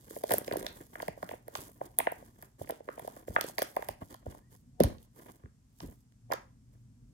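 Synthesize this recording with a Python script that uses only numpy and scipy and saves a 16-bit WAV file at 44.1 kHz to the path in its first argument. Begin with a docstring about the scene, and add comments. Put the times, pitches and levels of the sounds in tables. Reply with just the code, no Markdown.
"""Short hollow pops come in quick bunches, with sharp ticks, rubbing and a few soft thuds in a quiet room.
Two hands press the silicone domes of a bubble fidget toy on a shaggy rug: each dome snaps through and its
air pocket rings briefly. Nails and skin tick as noise bursts, palms rub as uneven noise, hands thud as low
swells, and skin squeaks faintly once. Room rumble lies below; near the end a faint mains hum fades in.
A close two-port microphone hears it all and adds a little hiss."""
import sys
import numpy as np
from scipy import signal
from scipy.fft import rfft, irfft, next_fast_len
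from scipy.io import wavfile

SR = 44100
rng = np.random.default_rng(int(sys.argv[2]) if len(sys.argv) > 2 else 0)


def dump(signal):
    """Clip the signal to [-1, 1] and save it as 16-bit WAV at the path in sys.argv[1]."""
    limited = np.clip(np.atleast_2d(signal).T, -1, 1)
    pcm = np.round(limited * 32767).astype(np.int16)
    wavfile.write(sys.argv[1], SR, pcm)


N = 314426


def pops():
    """A dome gives softly, its wall snaps with a falling pitch and a rasp, its air pocket pops and wobbles."""
    # domes flipping: (time of pocket peak [s], pocket peak [dB], pocket pitch at its peak [Hz], snap peak [dB])
    domes = [(0.111, -33.5, 426, -42), (0.1672, -27.5, 610, -44.5), (0.176, -33.5, 494, -71),
             (0.241, -17, 602, -38), (0.2979, -27.5, 514, -35), (0.3105, -18.5, 686, -27.5),
             (0.316, -12.5, 680, -24.5), (0.3261, -19, 572, -25.5), (0.342, -14, 606, -26.5),
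             (0.3874, -32.5, 470, -30), (0.417, -33.5, 501, -50), (0.483, -24.5, 533, -32.5),
             (0.5159, -21, 553, -26.5), (0.5305, -27, 428, -37.5), (0.5396, -22, 685, -54),
             (0.5594, -19.5, 625, -58), (0.573, -25, 408, -34), (0.6143, -31.5, 428, -39.5),
             (0.632, -32, 527, -43), (0.649, -33, 590, -46), (0.669, -29.5, 643, -30.5),
             (0.81, -38.5, 370, -47), (0.9592, -34, 687, -29.5), (1.005, -28.5, 850, -30.5),
             (1.0303, -24.5, 663, -35), (1.0854, -19.5, 650, -29), (1.1776, -34.5, 610, -67),
             (1.232, -23, 700, -28), (1.2951, -32, 600.5, -35.5), (1.316, -27, 725, -37),
             (1.3393, -28.5, 621, -42), (1.485, -30, 570, -41.5), (1.557, -24, 805, -25.5),
             (1.8163, -20, 691, -43), (1.993, -20.5, 749, -29), (2.0052, -16.5, 835, -21),
             (2.0744, -12.5, 718, -17.5), (2.1236, -24.5, 676, -61.5), (2.2278, -39.5, 594, -72),
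             (2.43, -38, 690, -41.5), (2.6167, -25, 600, -56), (2.678, -42.5, 650, -43),
             (2.6985, -21.5, 717, -39.5), (2.7046, -21.5, 603, -33), (2.724, -31.5, 490, -65),
             (2.8078, -33.5, 574, -59), (2.882, -34, 520, -51), (2.892, -26, 525, -24),
             (2.981, -30.5, 640, -47.5), (2.9979, -30, 753, -43), (3.05, -31, 558, -50),
             (3.08, -24, 709, -45), (3.1696, -37.5, 592, -44.5), (3.2844, -26.5, 521, -40),
             (3.308, -35, 580, -58), (3.367, -13, 750, -8.5), (3.387, -21, 686.4, -42),
             (3.414, -27, 680, -32.5), (3.446, -25.5, 498, -41.5), (3.498, -34, 730, -52),
             (3.5864, -19, 747, -21.5), (3.5956, -25, 567, -31), (3.623, -16.5, 617.6, -23),
             (3.77, -14, 762, -29.5), (3.794, -29.5, 525, -50.5), (3.828, -25.5, 754, -31.5),
             (3.891, -20, 722, -31), (4.021, -33, 680, -49), (4.148, -37, 820, -41.5),
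             (4.267, -26.5, 574, -70), (4.3499, -37.5, 820, -55), (4.807, -4.5, 513, -28),
             (4.842, -17.5, 640, -29.5), (5.4403, -47, 400, -54.5), (5.4624, -50, 386, -48.5),
             (5.807, -35, 890, -43.5), (6.305, -29.5, 674, -64), (6.3179, -18.5, 671, -33.5),
             (6.327, -15, 921, -19), (6.3408, -23.5, 563, -30.5)]
    snap_lead_s = 0.0035  # the snap comes this long before the pocket's peak
    pocket_cycles = 0.43  # sets how few swings the pocket makes
    snap_end_hz, snap_extra_hz = 1227, 1390  # average final pitch, and how far above it the snap starts
    snap_fall_s, snap_swell_s = 0.00086, 0.00036
    rasp_db, rasp_t60_s = -23.5, 0.01  # level against the snap, time to die by 60 dB
    give_db = -27.5  # first give against the pocket
    wobble_s, wobble_db = 0.005, -16.5  # delay after the pocket, average level against it

    out = np.zeros((2, N))
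    phases = rng.uniform(0, 2 * np.pi, (len(domes), 2, 2, 1))
    phases[:, 0, 0] = -np.pi / 2 - 4 * np.pi * pocket_cycles  # in row 0 the pocket peaks as suction
    t = np.arange(400) / SR
    draws = rng.standard_normal(len(domes))
    swell = (t / snap_swell_s / 2) ** 2 * np.exp(2 - t / snap_swell_s)

    rasp_band = signal.butter(3, [1000, 3700], "band", fs=SR, output="sos")
    rasps = signal.sosfilt(rasp_band, rng.standard_normal((len(domes), 2, len(t))))
    rasps = amp(rasp_db - 60 * t / rasp_t60_s) * rms_one(rasps)

    for dome, (pocket_phase, other_phase), draw, rasp in zip(domes, phases, draws, rasps):
        s, pocket_db, pocket_hz, snap_db = dome
        add_swell(out, s, pocket_db, pocket_hz, cycles=pocket_cycles, sag=0.014, phase=pocket_phase)

        snap_hz = (1 + 0.17 * draw) * (snap_end_hz + snap_extra_hz * np.exp(-t / snap_fall_s))
        snap = swell * np.sin(2 * np.pi * np.cumsum(snap_hz) / SR + other_phase)
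        add(out, s - snap_lead_s - 2 * snap_swell_s, amp(snap_db) * snap)
        add(out, s - snap_lead_s, amp(snap_db) * rasp)

        give_s = s - 2 * snap_lead_s
        add_swell(out, give_s, pocket_db + give_db, pocket_hz, cycles=0.8, sag=0.017, phase=other_phase)
        level_db = pocket_db + wobble_db + 1.1 * draw
        add_swell(out, s + wobble_s, level_db, 0.85 * pocket_hz, cycles=0.6, sag=0.4, phase=other_phase)
    return out


def ticks():
    """Skin lets go in sub-millisecond noise bursts with a short after-crackle: a bright and a duller part."""
    # nails and skin letting go of the silicone: (time [s], bright peak [dB], dull peak [dB])
    releases = [(0.1723, -31, -56), (0.2375, -27, -34), (0.293, -37.5, -34), (0.308, -23.5, -26.5),
                (0.3198, -12, -21.5), (0.3374, -10, -24), (0.383, -13, -34), (0.446, -40, -37),
                (0.479, -40, -30.5), (0.5248, -35.0, -26), (0.535, -30, -43), (0.5694, -25, -32.5),
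                (0.628, -35, -36), (0.666, -35, -19.5), (1.022, -35.5, -32.5), (1.0816, -33, -32.5),
                (1.228, -38.5, -42), (1.291, -40, -34), (1.4811, -34, -47), (1.553, -41, -25.5),
                (1.718, -46, -60), (1.9874, -2, -24.5), (2.119, -30, -48.5), (2.425, -34.5, -44),
                (2.621, -42, -49.5), (2.692, -31, -44), (2.708, -25, -32), (2.995, -36.5, -41.5),
                (3.076, -33.5, -42), (3.411, -16.5, -17), (3.441, -35, -34), (3.583, -26, -20),
                (3.591, -21, -26.5), (3.62, -19.5, -20), (3.6276, -19.5, -30.5), (3.7652, -31.5, -36),
                (3.824, -39, -42.5), (3.887, -25, -32), (4.143, -38.5, -41.5), (4.8033, -22.5, -25.5),
                (4.809, -38, -25), (4.836, -14, -19.5), (4.845, -29.5, -32), (4.984, -63, -47.5),
                (5.029, -44, -53.5), (5.804, -63, -32), (6.3207, -28.5, -24), (6.3353, -25.5, -26)]
    out, t = np.zeros((2, N)), np.arange(500) / SR
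    noise = rng.standard_normal((len(releases), 2, 2, len(t)))
    dull_band = signal.butter(2, [2200, 5800], "band", fs=SR, output="sos")
    bright_band = signal.butter(4, [8900, 15000], "band", fs=SR, output="sos")
    snap = (t / 0.0002) ** 2 * np.exp(-t / 0.0002)
    burst = snap + 0.2 * np.exp(-t / 0.003)  # snap plus after-crackle
    for (s, bright_db, dull_db), (bright_noise, dull_noise) in zip(releases, noise):
        bright = signal.sosfilt(bright_band, bright_noise * burst)
        dull = signal.sosfilt(dull_band, dull_noise * burst)
        # start early, so that the bursts peak near s
        add(out, s - 0.0006, amp(bright_db) * bright / abs(bright).max(1, keepdims=True))
        add(out, s - 0.0007, amp(dull_db) * dull / abs(dull).max(1, keepdims=True))
    return out


def thuds():
    """A soft contact makes a low swell and a dying rumble of the floor."""
    # hands and toy landing on the rug: (time of swell peak [s], swell peak [dB], pitch at the peak [Hz])
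    landings = [(0.317, -35.5, 196), (0.347, -45, 103), (1.089, -37.5, 210), (1.236, -40.5, 225),
                (2.614, -40.5, 112), (3.3, -38, 83), (3.898, -42.5, 95), (4.027, -41, 105),
                (4.277, -35, 96.9), (4.812, -16, 200), (4.853, -19.5, 72), (5.447, -41, 88.1),
                (5.826, -43.5, 146), (5.835, -37, 300), (5.846, -41, 330), (5.857, -42, 55),
                (5.886, -41.5, 77.4)]
    out = np.zeros((2, N))
    phases = rng.uniform(0, 2 * np.pi, (len(landings), 2, 1))
    low_band = signal.butter(2, [35, 260], "band", fs=SR, output="sos")
    t = np.arange(int(0.4 * SR)) / SR
    rumbles = signal.sosfilt(low_band, rng.standard_normal((len(landings), 2, len(t))))
    for (s, peak_db, hz), phase, rumble in zip(landings, phases, rumbles):
        add_swell(out, s, peak_db, hz, cycles=0.36, sag=1.0, phase=phase)
        onset = 1 - np.exp(-t / 0.00035)
        decay = amp(peak_db - 6.5 - 60 * t / 0.13)  # 60 dB in 0.13 s
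        add(out, s, decay * onset * rms_one(rumble))
    return out


def rubbing():
    """Uneven slips roughen noise: the toy's body, and a hiss whose lower and upper halves waver apart."""
    # tone colour of the body of the toy: (frequency [Hz], relative level [dB per Hz])
    body_colour = [(150, -8), (300, -3), (600, -8.5), (1000, -12.5), (2000, -22.5), (3500, -30.5),
                   (6000, -48.5)]
    # tone colour of the hiss: (frequency [Hz], relative level [dB per Hz])
    hiss_colour = [(1500, -15), (3000, -4.5), (6000, -1), (9500, 2.5), (13000, 2.5), (15500, 2.5),
                   (17000, -32)]
    largest_slip, slips_per_s = 2.1, 700  # size limit in units of the mean before limiting; average rate
    slip_sizes = np.minimum(rng.exponential(1, N), largest_slip)
    slips = amp(3.1 * slip_sizes) * (rng.random(N) < slips_per_s / SR)
    noise = rng.standard_normal((2, 2, N))

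    body = colour(noise[0] * (1 + 2.6 * slips), body_colour)
    body = body * stroke_gain(column=3, fall_db_per_s=190) * amp(5.2 * drift(40))
    hiss = colour(noise[1] * (1 + 7.9 * slips), hiss_colour)
    hiss = hiss * stroke_gain(column=4, fall_db_per_s=181) * amp(2.7 * drift(25))

    lower = signal.sosfilt(signal.butter(2, 6500, fs=SR, output="sos"), hiss)
    upper = signal.sosfilt(signal.butter(2, 6500, "high", fs=SR, output="sos"), hiss)
    # the minus sign keeps the two halves from cancelling where they meet
    return body + lower * amp(3 * drift(6)) - upper * amp(2 * drift(9))


def stroke_gain(column, fall_db_per_s):
    """Every stroke rises over its lead-in, holds and dies away at one rate; powers add."""
    # skin and toy over silicone and rug:
    # (full at [s], lead-in [s], hold [s], body level before wavering [dB], hiss level before wavering [dB])
    strokes = [(0.103, 0.15, 0.062, -59, -55), (0.318, 0.1, 0.055, -47.5, -48),
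               (0.52, 0.26, 0.15, -49, -61.5), (0.658, 0.022, 0.15, -58, -60.5),
               (0.984, 0.071, 0.026, -54, -54), (1.23, 0.089, 0.015, -56.5, -62),
               (1.307, 0.049, 0.012, -53, -58.5), (1.576, 0.1, 0.058, -51.5, -54),
               (1.834, 0.068, 0.028, -55.5, -60), (1.992, 0.023, 0.011, -56, -54.5),
               (2.194, 0.22, 0.071, -59.5, -66), (2.425, 0.1, 0.02, -60.5, -66),
               (2.594, 0.012, 0.021, -56.5, -58.5), (2.685, 0.029, 0.016, -54, -60.5),
               (3.03, 0.21, 0.15, -56, -63), (3.276, 0.0061, 0.083, -60.5, -58),
               (3.406, 0.054, 0.079, -52.5, -55.5), (3.618, 0.044, 0.012, -50.5, -49),
               (3.765, 0.11, 0.14, -63, -64), (4.009, 0.0067, 0.014, -56, -60),
               (4.101, 0.023, 0.016, -56, -60.5), (4.26, 0.0048, 0.087, -57.5, -66),
               (4.52, 0.021, 0.013, -67, -62.5), (4.802, 0.0051, 0.061, -46, -62),
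               (5.009, .03, 0.013, -61, -72), (5.165, 0.02, 0.15, -54.5, -64.5),
               (5.771, 0.069, 0.16, -83, -69), (5.82, 0.021, 0.016, -51, -55),
               (6.31, 0.012, 0.0089, -48, -64), (6.724, 0.037, 0.027, -75.5, -81.5)]
    lead_in_db = 17  # rise over the lead-in
    t, power = np.arange(0, N + 64, 64) / SR, 0  # every 64 samples is fine enough
    for row in strokes:
        s, lead_in, hold = row[:3]
        rise = lead_in_db * np.maximum(s - t, 0) / max(lead_in, 0.005)
        fall = fall_db_per_s * np.maximum(t - s - hold, 0)
        power = power + amp(row[column] - rise - fall) ** 2
    return np.interp(np.arange(N) / SR, t, np.sqrt(power))


def squeak():
    """Skin dragging on silicone makes a faint rough tone that creeps upward."""
    # (start [s], end [s], first pitch [Hz], last pitch [Hz], level [dB]); pitch and level waver around these
    start, end, from_hz, to_hz, level_db = (4.4, 4.5, 1750, 1950, -77)
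    t = np.arange(N) / SR
    hz = np.interp(t, [start, end], [from_hz, to_hz]) * (1 + 0.026 * drift(60))
    shape = np.sin(np.pi * np.clip((t - start) / (end - start), 0, 1)) ** 0.5
    return amp(level_db + 3.3 * drift(50)) * shape * np.sin(2 * np.pi * np.cumsum(hz) / SR)


def background():
    """Rumble is coloured noise; late on a faint click sounds, and mains hum, a wavering tone, fades in just
    after."""
    # tone colour of the room rumble: (frequency [Hz], relative level [dB per Hz])
    rumble_colour = [(25, -11), (45, 1.5), (85, -7.5), (120, 1.5), (160, -8.5), (250, -6.5), (330, -24),
                     (600, -33.5), (1200, -58)]
    rumble_db = -62  # level it wavers around
    hum_start_s, hum_hz, hum_db = 6.13, 120, -62.5  # hum pitch and level waver a little
    click_s, click_db = hum_start_s - 0.007, -49
    t = np.arange(N) / SR
    hum = np.sin(2 * np.pi * hum_hz * t + 1.15 * drift(0.78)) * amp(hum_db + 0.9 * drift(2.0))
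    hum = hum * np.clip((t - hum_start_s) / 0.031, 0, 1)  # fades in over 31 ms
    rumble = colour(rng.standard_normal((2, N)), rumble_colour)
    out = amp(rumble_db + 1.8 * drift(1.5)) * rumble + hum
    add(out, click_s, -amp(click_db) * np.exp(-np.arange(100) / 3))
    return out


def room(x):
    """The room answers with a tail of noise that dies band by band, in four unrelated draws."""
    # how the room dies away: (frequency [Hz], time to fall 60 dB [s], level [dB])
    room_decay = [(101.3, 0.35, -15), (580, 0.31, -23), (2040, 0.29, -11), (5870, 0.27, -14),
                  (13650, 0.089, -28.5)]
    walls_s, before_walls_db = 0.012, -4  # the walls answer this late; tail level before they do
    t, tail = np.arange(int(0.6 * SR)) / SR, 0
    edges = 68 * 2.0 ** np.arange(9)  # octave bands
    hz, *columns = np.transpose(room_decay)
    build_up = np.maximum(amp(before_walls_db), np.clip(t / walls_s, 0, 1) ** 4)
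    for low, high in zip(edges, edges[1:]):
        t60, level_db = [np.interp(np.log(low * high) / 2, np.log(hz), c) for c in columns]
        band = signal.butter(2, [low, high], "band", fs=SR, output="sos")
        decay = amp(-60 * t / t60) * build_up
        white = rng.standard_normal((4, len(t))) * decay / np.sqrt(np.sum(decay ** 2))
        tail = tail + amp(level_db) * signal.sosfilt(band, white)
    return signal.fftconvolve(x[None], tail, axes=1)[:, :N]


def ports(pair):
    """The right port hears row 0; the left hears it later, phase-turned and partly replaced by row 1."""
    # left port against right: (frequency [Hz], phase lead before the lag [rad], level [dB], likeness [0-1])
    port_difference = [(40, 0, .8, .97), (130, .9, 0, .98), (300, 1.6, 0, .97), (470, 2.7, -5.5, .98),
                       (645, 4.3, -2, .98), (730, 4.9, 1, .97), (820, 6.3, -9, .93), (900, 8.1, -5, .92),
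                       (1050, 8.7, 0, .95), (1600, 7.9, 0, .98), (2300, 7.1, -6, .95), (2900, 7.0, -1, .93),
                       (4200, 6.0, -5, .8), (5000, 5.5, -7, .2), (7600, 6.3, -2, .2), (8200, 6.4, -9, .75),
                       (9500, 6.3, -3, .97), (13000, 5.8, -1, .99), (15500, 5.3, 0, .98)]
    left_lag_s = 27 / SR
    size = next_fast_len(N + 4096)
    lead, level_db, alike = at_hz(port_difference, size)
    alike = np.clip(alike, 0, 1)
    right, other = rfft(pair, size)
    turn = np.exp(1j * (lead - 2 * np.pi * np.fft.rfftfreq(size, 1 / SR) * left_lag_s))
    left = amp(level_db) * turn * (alike * right + np.sqrt(1 - alike ** 2) * other)
    return np.array([irfft(left, size)[:N], pair[0]])


def add_swell(out, s, db, hz, cycles, sag, phase):
    """Mix in a tone that swells to its peak at s and dies within a few cycles while its pitch sags."""
    t = np.arange(int(12 * cycles / hz * SR)) / SR * hz / cycles  # time in swell units; the peak is at 2
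    tone = np.sin(2 * np.pi * cycles * (t - sag * (t - 2) ** 2 / 20) + phase)
    add(out, s - 2 * cycles / hz, amp(db) * (t / 2) ** 2 * np.exp(2 - t) * tone)


def add(out, s, sound):
    """Mix a short sound in, starting at time s."""
    i = max(round(s * SR), 0)
    out[..., i:i + sound.shape[-1]] += sound[..., :N - i]


def drift(rate_hz):
    """Slow random wandering around zero with overall size 1; a higher rate wanders faster."""
    knots_per_s = 400
    knots = rng.standard_normal(int(N / SR * knots_per_s) + 2)
    r = np.exp(-2 * np.pi * rate_hz / knots_per_s)
    slow = rms_one(signal.lfilter([1], [1, -2 * r, r * r], knots))
    return np.interp(np.arange(N) / SR * knots_per_s, np.arange(len(slow)), slow)


def colour(x, spectrum):
    """Shape by a table of levels over frequency, then scale to rms 1."""
    return rms_one(irfft(rfft(x) * amp(at_hz(spectrum, N)[0]), N))


def at_hz(rows, size):
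    """Read table columns at the FFT frequencies of a signal of this size."""
    hz, *columns = np.transpose(rows)
    log_hz = np.log(np.fft.rfftfreq(size, 1 / SR) + 1)  # + 1 avoids log of zero
    return [np.interp(log_hz, np.log(hz), c) for c in columns]


def rms_one(x):
    """Scale to an rms (average strength) of 1."""
    return x / np.sqrt(np.mean(x ** 2) + 1e-20)


def amp(db):
    """Turn decibels into gain."""
    return 10 ** (np.asarray(db) / 20)


def scene():
    """Hands on the toy, their room tail and the background reach the two ports."""
    hits = pops() + ticks() + thuds()
    tail = room(hits[0])
    close = hits + rubbing() + squeak() + background()
    diffuse_db = 2  # part of the tail that reaches the two ports unrelated
    return ports(close + tail[:2]) + amp(diffuse_db) * tail[2:]


def record(dry):
    """Each port adds its own hiss; the deepest bass and the top are cut."""
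    # tone colour of the port hiss: (frequency [Hz], relative level [dB per Hz])
    hiss_colour = [(200, -26), (400, -6), (1000, -6), (2000, -11.5), (4000, -13.5), (5500, -9),
                   (8000, -8.5), (10500, -15), (14500, -20), (15500, -42)]
    hiss_db = -78.5  # before the cuts
    x = dry + amp(hiss_db) * colour(rng.standard_normal((2, N)), hiss_colour)
    x = signal.sosfilt(signal.butter(3, 40, "high", fs=SR, output="sos"), x)
    # steep cut, 70 dB down from 17300 Hz upward
    return signal.sosfilt(signal.cheby2(12, 70, 17300, fs=SR, output="sos"), x)


dry = scene()
out = record(dry)
dump(out)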